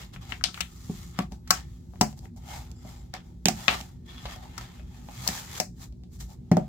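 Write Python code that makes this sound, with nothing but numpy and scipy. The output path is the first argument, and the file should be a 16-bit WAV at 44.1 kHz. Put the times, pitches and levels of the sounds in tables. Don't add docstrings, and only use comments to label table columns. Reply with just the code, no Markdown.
import sys
import numpy as np
from scipy import signal
from scipy.fft import rfft, irfft, next_fast_len
from scipy.io import wavfile
from scipy.ndimage import uniform_filter1d

SR = 44100
rng = np.random.default_rng(int(sys.argv[2]) if len(sys.argv) > 2 else 0)


def master(y):
    cut = np.clip(np.atleast_2d(y).T, -1, 1)
    pcm = np.round(cut * 32767)
    wavfile.write(sys.argv[1], SR, pcm.astype(np.int16))


N = 294588


def amp(db):
    return 10 ** (np.asarray(db) / 20)


def unit(x):
    return x / np.sqrt(np.mean(x ** 2) + 1e-20)


def peak(x):
    return x / np.abs(x).max()


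def along(points, hz):
    f, v = np.transpose(points)
    return np.interp(np.log(hz + 1), np.log(f + 1), v)


def filtered(x, response):
    n = x.shape[-1]
    m = next_fast_len(n + 8192)
    return irfft(rfft(x, m) * response(np.fft.rfftfreq(m, 1 / SR)), m)[..., :n]


def resonant(peaks):
    def response(hz):
        total = 0
        for k, (centre_hz, width_hz, db) in enumerate(peaks):
            damping = 1j * hz * width_hz
            total = total + (-1) ** k * amp(db) * damping / (centre_hz ** 2 - hz ** 2 + damping)
        return total
    return response


# frequency in Hz, left-right correlation (1 is identical).
PORT_LIKENESS = [(60, 1), (180, 0.91), (550, 0.0036), (1650, 0.14), (4970, -0.0079), (15000, 0.05)]


def paired(pair, response):
    def mid_side(hz):
        turn = np.arccos(np.clip(along(PORT_LIKENESS, hz), -1, 1)) / 2
        return response(hz) * np.array([np.cos(turn), np.sin(turn)])
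    mid, side = filtered(pair, mid_side)
    return np.array([mid + side, mid - side])


def rush(response, patchy_db, size=(6, 8)):
    z = signal.stft(rng.standard_normal((2, N)), nperseg=512)[2]
    field = uniform_filter1d(rng.standard_normal(z.shape[1:]), size=size[0], axis=0)
    field = uniform_filter1d(field, size=size[1], axis=1)
    noise = signal.istft(z * amp(patchy_db * unit(field)), nperseg=512)[1][:, :N]
    return unit(paired(noise, response))


# centre in Hz, width in Hz, relative level in dB.
HUM_PEAKS = [(57.94, 11.7, 3.5), (130.7, 27.3, -6.5), (175, 16.5, -10.5), (242.6, 11, -9.5),
             (317.5, 90, -22.5)]


def house_hum():
    return amp(-41) * rush(lambda hz: resonant(HUM_PEAKS)(hz) / (1 + (hz / 450) ** 4), patchy_db=1.5)


# time in seconds, frequency in Hz.
MOTOR_PITCH = [(0, 180), (1.3, 173), (2.5, 173), (3, 176), (4.5, 180), (6, 185), (6.68, 187)]


def far_motor():
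    time_s, pitch_hz = np.transpose(MOTOR_PITCH)
    phase = 2 * np.pi * np.cumsum(np.interp(np.arange(N) / SR, time_s, pitch_hz)) / SR
    return amp(-53) * np.sin(phase) + amp(-65.5) * np.sin(2 * phase)


# frequency in Hz, relative spectral density in dB.
MIC_HISS = [(290, -32), (500, -2), (869, -3), (1130, -16), (3170, -21), (3670, -12), (7490, -15),
            (9180, -22), (15300, -23), (16200, -28)]


def microphone_hiss():
    return amp(-74) * rush(lambda hz: amp(along(MIC_HISS, hz)), patchy_db=.6)


def background():
    return house_hum() + far_motor() + microphone_hiss()


SWING_DB = 20


def swells(full_s, rise_s, hold_s, fall_s, db):
    t = np.arange(0, N + 32, 32) / SR
    power = 0
    for full, rise, hold, fall, level_db in np.broadcast(full_s, rise_s, hold_s, fall_s, db):
        away = np.maximum(np.maximum((full - t) / rise, (t - full - hold) / fall), 0)
        power = power + amp(2 * (level_db - SWING_DB * away))
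    return np.interp(np.arange(N) / SR, t, np.sqrt(power))


# centre in Hz, width in Hz, dB against the broad rubbing.
LID_PEAKS = [(797, 52, 8), (1300, 90, -1.5), (1785, 72, 6.5), (2150, 120, 6), (2540, 25, 4),
             (3380, 120, -2.5), (5000, 180, 4), (7300, 180, 2.5)]


def lid_gain(hz):
    return np.sqrt(1 + abs(resonant(LID_PEAKS)(hz)) ** 2)


# frequency in Hz, relative spectral density in dB.
RUB_HISS = [(2350, -36.5), (4000, -6.5), (5210, -10.5), (5720, -4.5), (6100, -6), (6850, -4), (9460, -15),
            (11300, -13), (15100, -12), (16200, -27)]


def rub_hiss():
    return rush(lambda hz: amp(along(RUB_HISS, hz)) * lid_gain(hz), patchy_db=.6)


# frequency in Hz, relative spectral density in dB.
SCRAPE_COLOUR = [(650, -12.5), (1100, -7), (1280, -6.5), (1980, -12.5), (2220, -11.5), (2740, -11.5),
                 (3320, -8), (4800, -15.5), (6240, -24.5), (10600, -120)]


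def rub_scrape():
    return rush(lambda hz: amp(along(SCRAPE_COLOUR, hz)) * lid_gain(hz), patchy_db=2.2, size=(2, 16))


# frequency in Hz, relative level in dB, t60 in seconds.
CASE_MODES = [(625, -2, .035), (740, 0, .06), (830, -3, .03), (964, -3, .025), (1130, -3, .025),
              (1310, -2, .025), (1480, -4, .02)]


def case_drone():
    peaks = [(hz, 4 / t60_s, db - 30 * abs(np.log2(hz / 810))) for hz, db, t60_s in CASE_MODES]
    return rush(resonant(peaks), patchy_db=1.5)


# full level at in seconds, hold in seconds, pitch in Hz, drive in dB before the resonance.
SQUEAK_EVENTS = [(2.76, .24, 5000, -50), (2.76, .26, 7300, -49), (4.095, .01, 3380, -26.5),
                 (4.175, .015, 3380, -27), (4.3, 0.051, 3306, -32)]
SQUEAK_RISE_S, SQUEAK_FALL_S = 0.027, 0.036
SQUEAK_WIDTH = 0.055


def squeaks():
    friction, total = rush(lambda hz: 1, patchy_db=0.5), 0
    for full_s, hold_s, pitch_hz, db in SQUEAK_EVENTS:
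        drive = swells(full_s, SQUEAK_RISE_S, hold_s, SQUEAK_FALL_S, db) * friction
        tone = resonant([(pitch_hz, SQUEAK_WIDTH * pitch_hz, 0)])
        total = total + filtered(drive, lambda hz: tone(hz) ** 2)
    return total


CATCHES_PER_S, CATCH_DB, CATCH_SPREAD_DB = 20, 25, 1.5


def edge_catches(scrape_gain):
    height = amp(CATCH_DB + CATCH_SPREAD_DB * rng.standard_normal((2, N)))
    impulses = (rng.random(N) < CATCHES_PER_S / SR) * height
    return filtered(scrape_gain * impulses, lambda hz: resonant([(2600, 3000, 0)])(hz) ** 2)


# full level at in seconds, rise in seconds, hold in seconds, fall in seconds,
# base level in dB, scrape over base in dB, drone over base in dB.
NOISE_SWELLS = [(0.0, .05, 0.033, 0.077, -56, 8.5, -4.5), (0.137, 0.013, 0.0066, .055, -58, 9, -19),
                (0.217, 0.015, 0.025, .1, -61, 8.5, -3), (0.301, 0.049, 0.0081, 0.13, -54.5, 7, -2),
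                (0.566, 0.073, 0.015, 0.12, -54.5, 0.5, -10.5),
                (0.951, 0.73, 0.082, .22, -56.5, 0.5, -18.5), (1.194, 0.066, 0.029, 0.04, -60, 13, -1),
                (1.322, 0.019, .005, 0.073, -63.5, 0.5, 13), (1.539, 0.059, 0.036, 0.079, -55.5, 12.5, 5),
                (1.684, .1, 0.058, 0.29, -70.5, 2.5, -27.5), (1.95, 0.15, 0.024, 0.13, -70.5, -1.5, 2.5),
                (2.089, 0.18, 0.03, 0.046, -62, 3, -13.5), (2.179, 0.022, 0.0044, 0.036, -60.5, -4, 0),
                (2.248, 0.069, .005, 0.049, -63.5, 0, 8.5), (2.372, 0.01, .005, 0.04, -61, -4.5, 5.5),
                (2.506, 0.09, 0.059, 0.15, -51.5, 4.5, 5), (2.881, 0.12, .02, 0.22, -59.5, 5, 4.5),
                (3.14, 0.0067, 0.0044, 0.065, -61.5, 22.5, 15), (3.247, 0.058, .03, 0.18, -72.5, 3.5, 8),
                (3.583, 0.1, 0.22, .12, -51, 3, 1.5), (3.687, .004, 0.054, 0.055, -44.5, 12, 9),
                (4.086, 0.027, 0.21, .1, -63.5, 10, -3), (4.323, 0.19, 0.0077, 0.1, -54.5, 10, 2),
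                (4.431, .1, 0.0045, 0.23, -63.5, 9, 10), (4.619, 0.15, .005, 0.14, -57, 10, -1.5),
                (4.06, .004, .005, 0.033, -66.5, 6, -13), (4.73, 0.11, 0.056, 0.13, -66.5, 8, -1.5),
                (4.967, 0.21, .005, 0.2, -65, 6.5, 4.5), (5.284, 0.21, 0.097, 0.13, -43.5, 2.5, -5),
                (5.579, 0.16, 0.0035, 0.045, -43, 3.5, -17.5),
                (5.823, 0.058, 0.019, 0.045, -52.5, -1, -6.5),
                (6.129, 0.024, 0.037, 0.044, -61.5, -4, -16.5), (6.206, 0.016, 0.0034, 0.065, -48, -2, -14),
                (6.298, 0.035, 0.037, 0.042, -61, -2, 4), (6.62, 0.32, .06, 0.12, -74, 8, 8)]
HISS_DB = 3.5


def rubbing():
    *shape, base_db, scrape_db, drone_db = np.transpose(NOISE_SWELLS)
    slips = unit(amp(16 * uniform_filter1d(rng.standard_normal(N), size=90)))
    scrape_gain = swells(*shape, base_db + scrape_db)
    hiss = swells(*shape, base_db + HISS_DB) * rub_hiss()
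    scrape = scrape_gain * rub_scrape()
    drone = swells(*shape, base_db + drone_db) * case_drone()
    rubbed = slips * (hiss + scrape + drone + squeaks())
    return (rubbed + edge_catches(scrape_gain)) * amp([[.6], [-.6]])


def ring(modes, t, attack_s, colour_hz, slope_db):
    scatter_db = 2.5 * rng.standard_normal(len(modes))
    x = 0
    for (hz, db, t60_s), more_db in zip(modes, scatter_db):
        strength_db = db + more_db - slope_db * abs(np.log2(hz / colour_hz))
        x = x + amp(strength_db - 60 * t / t60_s) * np.sin(2 * np.pi * hz * t)
    return peak(x * (1 - np.exp(-t / attack_s)))


def panel(t, length_s, response):
    envelope = amp(-60 * t / np.clip(length_s, .001, .05)) * (1 - np.exp(-t / .0002))
    rattle = rng.standard_normal((3, len(t))) * envelope
    direct = peak(filtered(rattle[0] + .7 * rattle[1:], response))
    blow = unit(filtered((t == 0) * 1.0, response)) * np.sqrt(np.mean(direct ** 2))
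    return direct, blow


# frequency in Hz, t60 in seconds.
ROOM_DECAY = [(150, 0.27), (400, 0.14), (1000, 0.15), (3000, 0.16), (8000, 0.21), (15000, 0.17)]


def echo(x, gap_s):
    n = len(x)
    hz, t, z = signal.stft(rng.standard_normal((2, n)), SR, nperseg=256)
    decay = amp(-60 * t / along(ROOM_DECAY, hz)[:, None])
    tail = signal.istft(z * decay, SR, nperseg=256)[1][:, :n]
    onset = 1 - np.exp(-(np.arange(n) / SR / gap_s) ** 2)
    tail = paired(tail * onset, lambda hz: 1)
    return signal.fftconvolve(x[None], tail / np.linalg.norm(tail[0]), axes=1)[:, :n]


# frequency in Hz, relative level in dB, t60 in seconds.
TABLE_MODES = [(143.5, -24, 0.54), (173.9, -13.5, 0.19), (192.4, 1, 0.085), (213.7, -14.5, 0.28),
               (247, -13, 0.13), (351.5, -21, 0.16), (403.5, -14.5, 0.064)]
# centre in Hz, width in Hz, relative level in dB.
EDGE_PEAKS = [(5230, 1790, 11.5), (8060, 1700, 9), (11800, 36000, -2)]
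# start in seconds, table thud in dB,
# hollow case in dB, case colour in Hz, rap in dB, rap colour in Hz, tick in dB,
# left over right in dB, rattle t60 in seconds.
CONTACT_EVENTS = [(0.162, -68, -39.5, 1270, -31.5, 2150, -55, 7.5, 0.0021),
                  (0.321, -35.5, -34.5, 970, -23, 2260, -43, 12, 0.017),
                  (0.411, -57, -45, 1310, -39, 1470, -57, 21.5, 0.0085),
                  (0.439, -44, -27, 1050, -8, 4060, -30.5, 11.5, 0.013),
                  (0.486, -39, -36.5, 1230, -31, 3810, -43.5, 3, 0.0025),
                  (0.543, -59, -42, 1380, -28.5, 2780, -31, 6.5, 0.017),
                  (0.576, -43, -44, 1410, -27.5, 1640, -39.5, 8.5, 0.0056),
                  (0.606, -44, -29, 1320, -20, 3100, -19, 11.5, 0.035),
                  (0.896, -20, -40, 700, -55, 2500, -66, 4, 0.0046),
                  (1.189, -18, -17.5, 913, -20, 2340, -17.5, 4.5, 0.012),
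                  (1.321, -32.5, -44, 845, -41, 4600, -37.5, 6.5, 0.007),
                  (1.475, -51.5, -47, 1300, -41.5, 1930, -35, -2, 0.036),
                  (1.506, -27.5, -10.5, 1210, -13.5, 2690, -1.5, 5.5, 0.025),
                  (1.936, -40, -47.5, 860, -68, 2490, -80, 13.5, 0.006),
                  (1.957, -49, -48, 780, -48, 1850, -52.5, 3.5, 0.008),
                  (2.011, -10.5, -9.5, 900, -18.5, 2700, -7, 4, 0.033),
                  (2.128, -62, -47, 706, -49.5, 2500, -42.5, 3.5, 0.008),
                  (2.191, -41, -57, 600, -63, 4500, -34, 1.5, 0.0037),
                  (2.255, -41, -65, 754, -45, 1790, -58, 15.5, 0.0086),
                  (2.363, -44, -51, 610, -71, 3930, -45.5, -1, 0.008),
                  (2.715, -44, -58, 600, -71, 4400, -39.5, -14.5, 0.0088),
                  (2.849, -37, -41.5, 630, -55, 1810, -63.5, 4, 0.0092),
                  (3.139, -38.5, -33.5, 670, -31, 1860, -22, 0.5, 0.0036),
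                  (3.456, -14, -20, 610, -9, 3210, -2.5, -4, 0.0092),
                  (3.484, -19.5, -18, 830, -18.5, 2370, -8.5, -8, 0.018),
                  (3.681, -24.5, -13, 1270, -2, 2560, -36.5, 9.5, 0.011),
                  (3.811, -40, -52, 820, -33.5, 2820, -30.5, -11, 0.012),
                  (4.103, -62, -62.5, 775, -41.5, 3290, -66, 1.5, 0.011),
                  (4.181, -62, -47, 1330, -35.5, 3370, -65, -3, 0.006),
                  (4.255, -60, -28, 800, -29, 3360, -51, 3, 0.031),
                  (4.286, -64, -51, 775, -44.5, 3300, -50.5, 8.5, 0.0056),
                  (4.361, -57, -44, 750, -50, 3310, -36, 9, 0.0046),
                  (4.579, -45, -31, 1300, -34.5, 1520, -27.5, 8.5, 0.023),
                  (4.611, -59, -39, 1010, -38, 2150, -33, -2, 0.007),
                  (4.796, -47, -49.5, 607, -44.5, 2250, -70, 7, 0.006),
                  (5.087, -42.5, -35, 850, -38, 2480, -46, 2, 0.0089),
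                  (5.266, -61, -28.5, 950, -48.5, 2400, -39, 2, 0.0034),
                  (5.276, -61, -40, 774, -61, 4500, -7.5, 7, 0.012),
                  (5.287, -27.5, -29.5, 670, -26, 1960, -16.5, -1.5, 0.022),
                  (5.6, -30, -22, 643, -23, 2430, -9.5, 4.5, 0.023),
                  (5.924, -56, -60.5, 600, -52.5, 4085, -54, 0.5, 0.013),
                  (6.036, -58, -56, 782, -48, 4010, -53.5, -1.5, 0.0047),
                  (6.21, -63.5, -49.5, 920, -38.5, 3590, -37, 2.5, 0.0055),
                  (6.515, -5, -15.5, 607, -26, 1746, -26.5, 2, 0.039),
                  (6.569, -11, -12, 665, -31, 2650, -25, 0, 0.015)]
ROOM_DB = -0.5


def contacts():
    out, t = np.zeros((2, N + SR)), np.arange(SR // 3) / SR
    for start_s, thud_db, case_db, case_hz, rap_db, rap_hz, tick_db, pan_db, length_s in CONTACT_EVENTS:
        def lid(hz):
            return resonant([(rap_hz, .9 * rap_hz, 0)])(hz) ** 2 / (1 + 1j * hz / (2 * rap_hz)) ** 2

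        rap, far_rap = panel(t, length_s, lid)
        tick, far_tick = panel(t, length_s, resonant(EDGE_PEAKS))
        case = amp(case_db) * ring(CASE_MODES, t, attack_s=0.0006, colour_hz=case_hz, slope_db=22)
        thud = amp(thud_db) * ring(TABLE_MODES, t, attack_s=0.0027, colour_hz=200, slope_db=-6)

        to_room = amp(rap_db) * far_rap + 0.44 * amp(tick_db) * far_tick + case + 0.34 * thud
        room = amp(ROOM_DB) * echo(to_room, gap_s=0.0005) * amp([[pan_db / 4], [-pan_db / 4]])
        plastic = amp(rap_db) * rap + amp(tick_db) * tick + case
        plastic = plastic * amp([[pan_db / 2], [-pan_db / 2]])
        plastic[0] = np.roll(plastic[0], 4)
        first = round(start_s * SR)
        out[:, first:first + len(t)] += plastic + thud + room
    return out[:, :N]


def scene():
    return background() + rubbing() + contacts()


TOP_HZ = 15950


def record(dry):
    return filtered(dry, lambda hz: (1j * hz / (1j * hz + 40)) ** 2 * (hz < TOP_HZ))


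dry = scene()
out = record(dry)
master(out)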